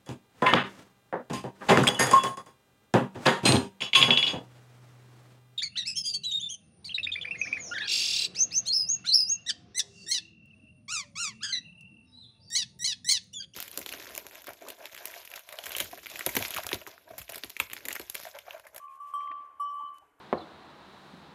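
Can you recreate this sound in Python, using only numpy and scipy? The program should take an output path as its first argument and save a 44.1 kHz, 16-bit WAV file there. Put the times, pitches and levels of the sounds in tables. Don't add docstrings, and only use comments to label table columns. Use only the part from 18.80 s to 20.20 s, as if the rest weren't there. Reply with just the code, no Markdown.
import sys
import numpy as np
from scipy import signal
from scipy.io import wavfile

SR = 44100
rng = np.random.default_rng(int(sys.argv[2]) if len(sys.argv) > 2 else 0)


def wrap_up_sound(samples):
    columns = np.atleast_2d(samples).T
    tamed = np.clip(columns, -1, 1)
    steps = np.round(tamed * 32767).astype(np.int16)
    wavfile.write(sys.argv[1], SR, steps)


def linear_from_db(decibels):
    return 10 ** (np.asarray(decibels, float) / 20)


N = 61739
T = np.arange(N) / SR


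def rms_one(x):
    return x / np.sqrt(np.mean(x ** 2) + 1e-20)


def filtered(noise, edges_hz, kind="band"):
    return signal.sosfilt(signal.butter(2, edges_hz, kind, fs=SR, output="sos"), noise)


def drift(rate):
    r = np.exp(-80 * np.pi * rate / SR)
    white = rng.standard_normal(N // 40 + 2002)
    slow = signal.lfilter([1], [1, -2 * r, r * r], white)[2000:]
    return np.interp(np.arange(N) / 40, np.arange(len(slow)), rms_one(slow))


def rise(age, attack):
    return np.sin(np.pi / 2 * np.clip(age / attack, 0, 1)) ** 2


def shaped(white, spectrum, patchy_db):
    hz, level_db = np.transpose(spectrum)
    edges = hz[0] * 2 ** np.arange(0, np.log2(hz[-1] / hz[0]) + .5, .5)
    out = 0
    for k, (low, high) in enumerate(zip(edges, edges[1:])):
        band = filtered(white[k % 2], [low, min(high, .45 * SR)])
        db = np.interp(np.log(low * high) / 2, np.log(hz), level_db)
        out = out + band * linear_from_db(db + patchy_db * drift(14))
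    return rms_one(out)


def stirring():
    # (middle t/s, length/s, swell level/dB)
    stir_table = [(0.013, 0.083, 13), (0.136, 0.072, 11.5), (0.245, 0.076, 10.5), (0.291, 0.049, 16),
                  (0.367, 0.12, 8), (0.434, 0.079, 10.5), (0.66, 0.019, 3.5), (0.837, 0.072, 5),
                  (0.939, 0.088, 9), (1.012, 0.067, 9), (1.078, 0.062, 5.5), (1.161, 0.047, 10),
                  (1.219, 0.021, 4.5), (1.263, 0.072, 3.5), (1.39, .04, -2)]
    swells = [db * rise(length * 0.89 - np.abs(T - s), length * 0.59) for s, length, db in stir_table]
    return np.max(swells, axis=0)


def valley(stir):
    # (f/Hz, level per Hz/dB)
    hum_colour = [(25, -13.5), (100, -11), (210, -14.5), (380, -23.5), (480, -7.5), (900, 0), (2400, -16.5),
                  (4500, -46)]
    # (t/s, level/dB)
    hum_swell = [(0, -3.5), (.3, -2.5), (.5, 2.5), (1.1, -0.6), (1.4, -3)]
    level_db = -68 + np.interp(T, *np.transpose(hum_swell))
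    level_db = level_db + 0.045 * (stir - stir.mean())
    return linear_from_db(level_db) * shaped(rng.standard_normal((2, N)), hum_colour, patchy_db=2.0)


def drone():
    centre_hz, width_hz = 302, 44
    comes_s, early_share = .3, .3
    hum = rms_one(filtered(rng.standard_normal(N), [centre_hz - width_hz / 2, centre_hz + width_hz / 2]))
    return linear_from_db(-81) * (early_share + (1 - early_share) * rise(T - comes_s, .06)) * hum


def leaves(stir):
    # (f/Hz, level per Hz/dB)
    rustle_colour = [(1060, -35.5), (1800, -7), (2370, -2.5), (3080, -15.5), (4420, -18.5), (7120, -13.5),
                     (13600, -13), (14800, -12.5)]
    grains_per_s, grain_db, grain_spread_db = 4200, -8.5, -2
    happens = rng.random((2, N)) < grains_per_s / SR
    size = linear_from_db(grain_spread_db * rng.exponential(1, (2, N)))
    grains = rms_one(happens * size * rng.choice([-1, 1], (2, N)))
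    rustle = rng.standard_normal((2, N)) + linear_from_db(grain_db) * grains
    return linear_from_db(stir - 82.5) * shaped(rustle, rustle_colour, patchy_db=.8)


def gravel():
    middle_s, length_s = 0.48, 0.35
    hiss = rms_one(filtered(rng.standard_normal(N), (1400, 2900)))
    swell = rise(length_s - np.abs(T - middle_s), length_s)
    return linear_from_db(-73 + 2.0 * drift(13)) * swell * hiss


def snaps():
    # (t/s, peak level/dB, low edge f/Hz, fade length/s)
    snap_table = [
        (.155, -63, 1900, 0.0028),
        (0.17, -76, 2500, .0015),
        (1.1835, -51, 1200, 0.0018),
        (1, -91.5, 6100, 0.0021),
        (1.393, -58, 13600, 0.007),
        (0.2, -74, 2800, 0.0035),
    ]
    out, white = np.zeros(N), rng.standard_normal(N)
    for s, db, hz, length in snap_table:
        crack = rms_one(filtered(white, hz, "high"))
        out += (T > s) * linear_from_db(db - 2) * np.exp(-np.maximum(T - s, 0) / length) * crack
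    return out


def stones():
    # (t/s, peak level/dB, f/Hz, time to fall 60 dB/s)
    knock_table = [(0.0806, -57.5, 2480, 0.041), (.094, -65, 2464, 0.09), (.1151, -65, 2395, .083),
                   (.337, -56, 1400, 0.056), (.351, -68, 295, .17), (.4055, -47.5, 2290, .03),
                   (0.406, -57.5, 1850, 0.017), (.406, -59.5, 2950, .018), (.4115, -52.5, 2320, 0.036),
                   (.431, -69.5, 4600, .015), (.436, -69.5, 3800, .02), (.47, -75, 4400, .015),
                   (0.471, -65, 150, 0.093), (.473, -52, 2750, 0.015), (.4755, -44, 2070, 0.019),
                   (0.477, -62, 65, 0.17), (0.5005, -61.5, 340, .04), (0.504, -48, 300, 0.065),
                   (0.514, -67, 55, .15), (.5135, -47.5, 658, 0.05), (.5155, -40, 1847, 0.022),
                   (0.5148, -41.5, 2357, 0.016), (.516, -45.5, 1480, .012), (.517, -70.5, 4650, .012),
                   (.5205, -62.5, 3150, .01), (.5195, -44.5, 2670, 0.018), (0.5216, -70, 1790, .02),
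                   (0.58, -71.5, 300, 0.069), (.598, -60, 301, 0.065), (.652, -77.5, 6300, 0.042),
                   (.797, -57.5, 840, .09), (.799, -68, 133, 0.082), (.869, -68.5, 154, 0.14),
                   (1.021, -72, 620, 0.073), (1.03, -52.5, 140, .055), (1.033, -53.5, 285, .035),
                   (1.046, -60, 875, 0.12), (1.082, -73, 4080, 0.052), (1.208, -61, 67, 0.1),
                   (1.22, -56.5, 792, 0.075), (.005, -76.5, 6170, 0.24), (.64, -61.5, 514, 0.053),
                   (0.671, -67, 463, 0.087), (1.232, -67, 439, 0.16), (1.274, -67.5, 426, 0.17),
                   (1.328, -72, 440, .1), (1.365, -69, 436, .1)]
    stem_crack = (1.1438, -60, 11200, .012)
    grit_share, grit_width = .25, 1.2
    out, grit = np.zeros(N), rng.standard_normal(N)
    for s, db, hz, t60 in [*knock_table, stem_crack]:
        age = np.maximum(T - s, 0)
        puff = rms_one(filtered(grit, [hz / grit_width, hz * grit_width]))
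        tone = np.sin(2 * np.pi * hz * age)
        out += rise(age, 2 / hz) * linear_from_db(db - 60 * age / t60) * (tone + grit_share * puff)
    return out


def flat_stone():
    age = np.maximum(T - .992, 0)
    hz, glide_hz_per_s = 850, 1300
    drop_hz, drop_s = 150, .004
    turns = (hz + glide_hz_per_s * age / 2) * age - drop_hz * drop_s * np.exp(-age / drop_s)
    fade = np.exp(-.5 * (age / .02) ** 2)
    return rise(age, .02) * linear_from_db(-42.5) * fade * np.sin(2 * np.pi * turns)


def hum_pair(age, peak, hold, high_db, low_db):
    high_hz, low_hz = 1156.3, 1082.0
    sag_hz, recover_s = 3.3, .09
    sag = sag_hz * np.cumsum(1 - rise(age - hold, recover_s)) / SR
    high = linear_from_db(high_db) * np.sin(2 * np.pi * (high_hz * (T - peak) - sag))
    low = linear_from_db(low_db) * np.sin(2 * np.pi * (low_hz * (T - peak) - sag))
    return np.sqrt(2) * (high + low)


def second_pair(age, lobes):
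    when, *lobe_db = np.transpose(lobes)
    out = np.zeros(N)
    for hz, db in zip((2999, 3159), lobe_db):
        phase = 2 * np.pi * hz * age + .28 * drift(31)
        out += np.sqrt(2) * linear_from_db(np.interp(T, when, db)) * np.sin(phase)
    return out


def upper_tones(s, age, side, upper_db, wool):
    tone_hz = [5596, 5721, 7583, 7851, 8232, 8845, 10183, 10353, 11400, 12793, 13677]
    # (near-side level/dB, far-side level/dB, time to fall 60 dB/s, flutter f/Hz, first swell t/s)
    tone_table = [(-82.5, -69, 1.2, 13.5, .037), (-77, -88, 1.7, 1.8, 0.032), (-92, -73.5, .41, 5.1, .025),
                  (-73.5, -77.5, .27, 7.7, .025), (-68, -79, 0.43, 29, 0.0092),
                  (-81, -81, .085, 5.8, 0.033), (-71, -58, 0.15, 7.2, 0.03), (-62, -78.5, .085, 4.2, 0.027),
                  (-77, -80, 0.34, 6.8, 0.025), (-68.5, -64, 0.098, 4.5, .03), (-65.5, -86, 0.13, 13, .03)]
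    muffle_s, muffle_keep = .44, .3
    brush_s, brush_db, brush_above_hz = .933, -12, 7000
    brush_keep = 0.12
    ragged = .16
    jolt = drift(20)
    muffle = 1 - (1 - muffle_keep) * rise(T - muffle_s, .015) * (s < muffle_s)
    out = np.zeros(N)
    for hz, (near_db, far_db, t60, flutter_hz, swell) in zip(tone_hz, tone_table):
        steady = 1.7 if hz == tone_hz[0] else 1.25
        turn = steady + np.cos(2 * np.pi * flutter_hz * (age - swell))
        die = linear_from_db(-60 * age / t60)
        if s > .5:
            if hz > brush_above_hz:
                change = linear_from_db(brush_db - 60 * np.abs(T - brush_s) / t60)
            else:
                change = (brush_keep - 1) * die
            die = die + rise(T - brush_s, .004) * change
        level = linear_from_db(upper_db + near_db + side * (far_db - near_db))
        tone = np.sin(2 * np.pi * hz * age + ragged * hz / 1000 * jolt)
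        out += level * wool * muffle * die * turn * tone
    return out


def bell():
    # (t/s, attack/s, side struck 0-1, upper tones level/dB)
    strike_table = [
        (-0.02, 0.0045, 0.6, -27),
        (0.1973, 0.0081, 0.77, -16.5),
        (0.3355, 0.0041, 0.04, 0),
        (0.795, 0.0086, 0.78, -0.5),
    ]
    beat_peaks = [.0982, .2759, .502, 1.0252]
    sag_holds = [.05, .05, .03, .15]
    # (t/s, upper hum level/dB, lower hum level/dB)
    facing_tables = [
        [(0.01, -53, -58), (0.044, -44, -52.5), (0.126, -58, -48.5), (0.185, -57, -54.5)],
        [(0.215, -41.5, -55), (0.259, -44, -56), (0.317, -48, -53.5), (0.322, -51.5, -54.5)],
        [(0.352, -31.5, -43.5), (0.428, -38, -46), (0.508, -38, -44.5), (0.604, -43, -53),
         (0.776, -62.5, -62.5), (0.785, -60, -72.5)],
        [(0.815, -30.5, -48), (.87, -34.5, -55.5), (0.897, -37, -53), (.94, -37.5, -48), (1.041, -38.5, -47),
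         (1.121, -45.5, -51.5), (1.173, -56, -59), (1.259, -72, -82), (1.39, -84, -105)],
    ]
    # (t/s, lower tone level/dB, upper tone level/dB)
    lobe_tables = [
        [(.01, -89, -84), (.046, -72, -90), (.09, -103, -93), (.14, -99, -85), (.185, -91, -102.5)],
        [(.21, -76.5, -89), (.25, -88, -94), (.275, -75, -84), (.322, -90.5, -86)],
        [(.348, -72, -58), (.36, -73, -53), (.378, -75, -68), (.4, -66.5, -62), (.44, -87, -59),
         (.465, -70.5, -66), (.505, -80, -62), (.55, -80.5, -76), (.585, -79.5, -67), (.615, -89.5, -88)],
    ]
    last_lobes = [(.806, -61, -76), (.83, -59.5, -77), (.841, -72, -75), (.852, -58.5, -74),
                  (.875, -55.5, -73), (.902, -60, -72), (.915, -80, -73), (.928, -66, -78),
                  (.945, -64.5, -94), (1.0, -64, -67), (1.03, -65, -79), (1.06, -58, -71),
                  (1.085, -61, -74), (1.11, -77, -85), (1.165, -64, -90), (1.22, -77, -98),
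                  (1.25, -92, -103), (1.29, -83, -103), (1.36, -92, -103)]
    out = np.zeros(N)
    rings = zip(strike_table, beat_peaks, sag_holds, facing_tables, [*lobe_tables, last_lobes])
    for (s, attack, side, upper_db), peak, hold, facing, lobes in rings:
        age = np.maximum(T - s, 0)
        when, high_rows, low_rows = np.transpose(facing)
        high_db = np.interp(T, when, high_rows)
        low_db = np.interp(T, when, low_rows)
        wool = linear_from_db(.2 * (high_db - high_rows.max()))
        ring = hum_pair(age, peak, hold, high_db, low_db)
        ring = ring + second_pair(age, lobes)
        ring = ring + upper_tones(s, age, side, upper_db, wool)
        out += rise(T - s, attack) * (ring - out)
    return out


def scene():
    stir = stirring()
    background = valley(stir) + drone() + leaves(stir)
    path = gravel() + snaps() + stones() + flat_stone()
    return (background + path + bell())[None]


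def roll_off(x):
    return signal.sosfilt(signal.butter(12, 15330, fs=SR, output="sos"), x)


def record(dry):
    mix = signal.sosfilt(signal.cheby2(12, 60, 15150, fs=SR, output="sos"), dry)
    return roll_off(mix)


dry = scene()
out = record(dry)
wrap_up_sound(out)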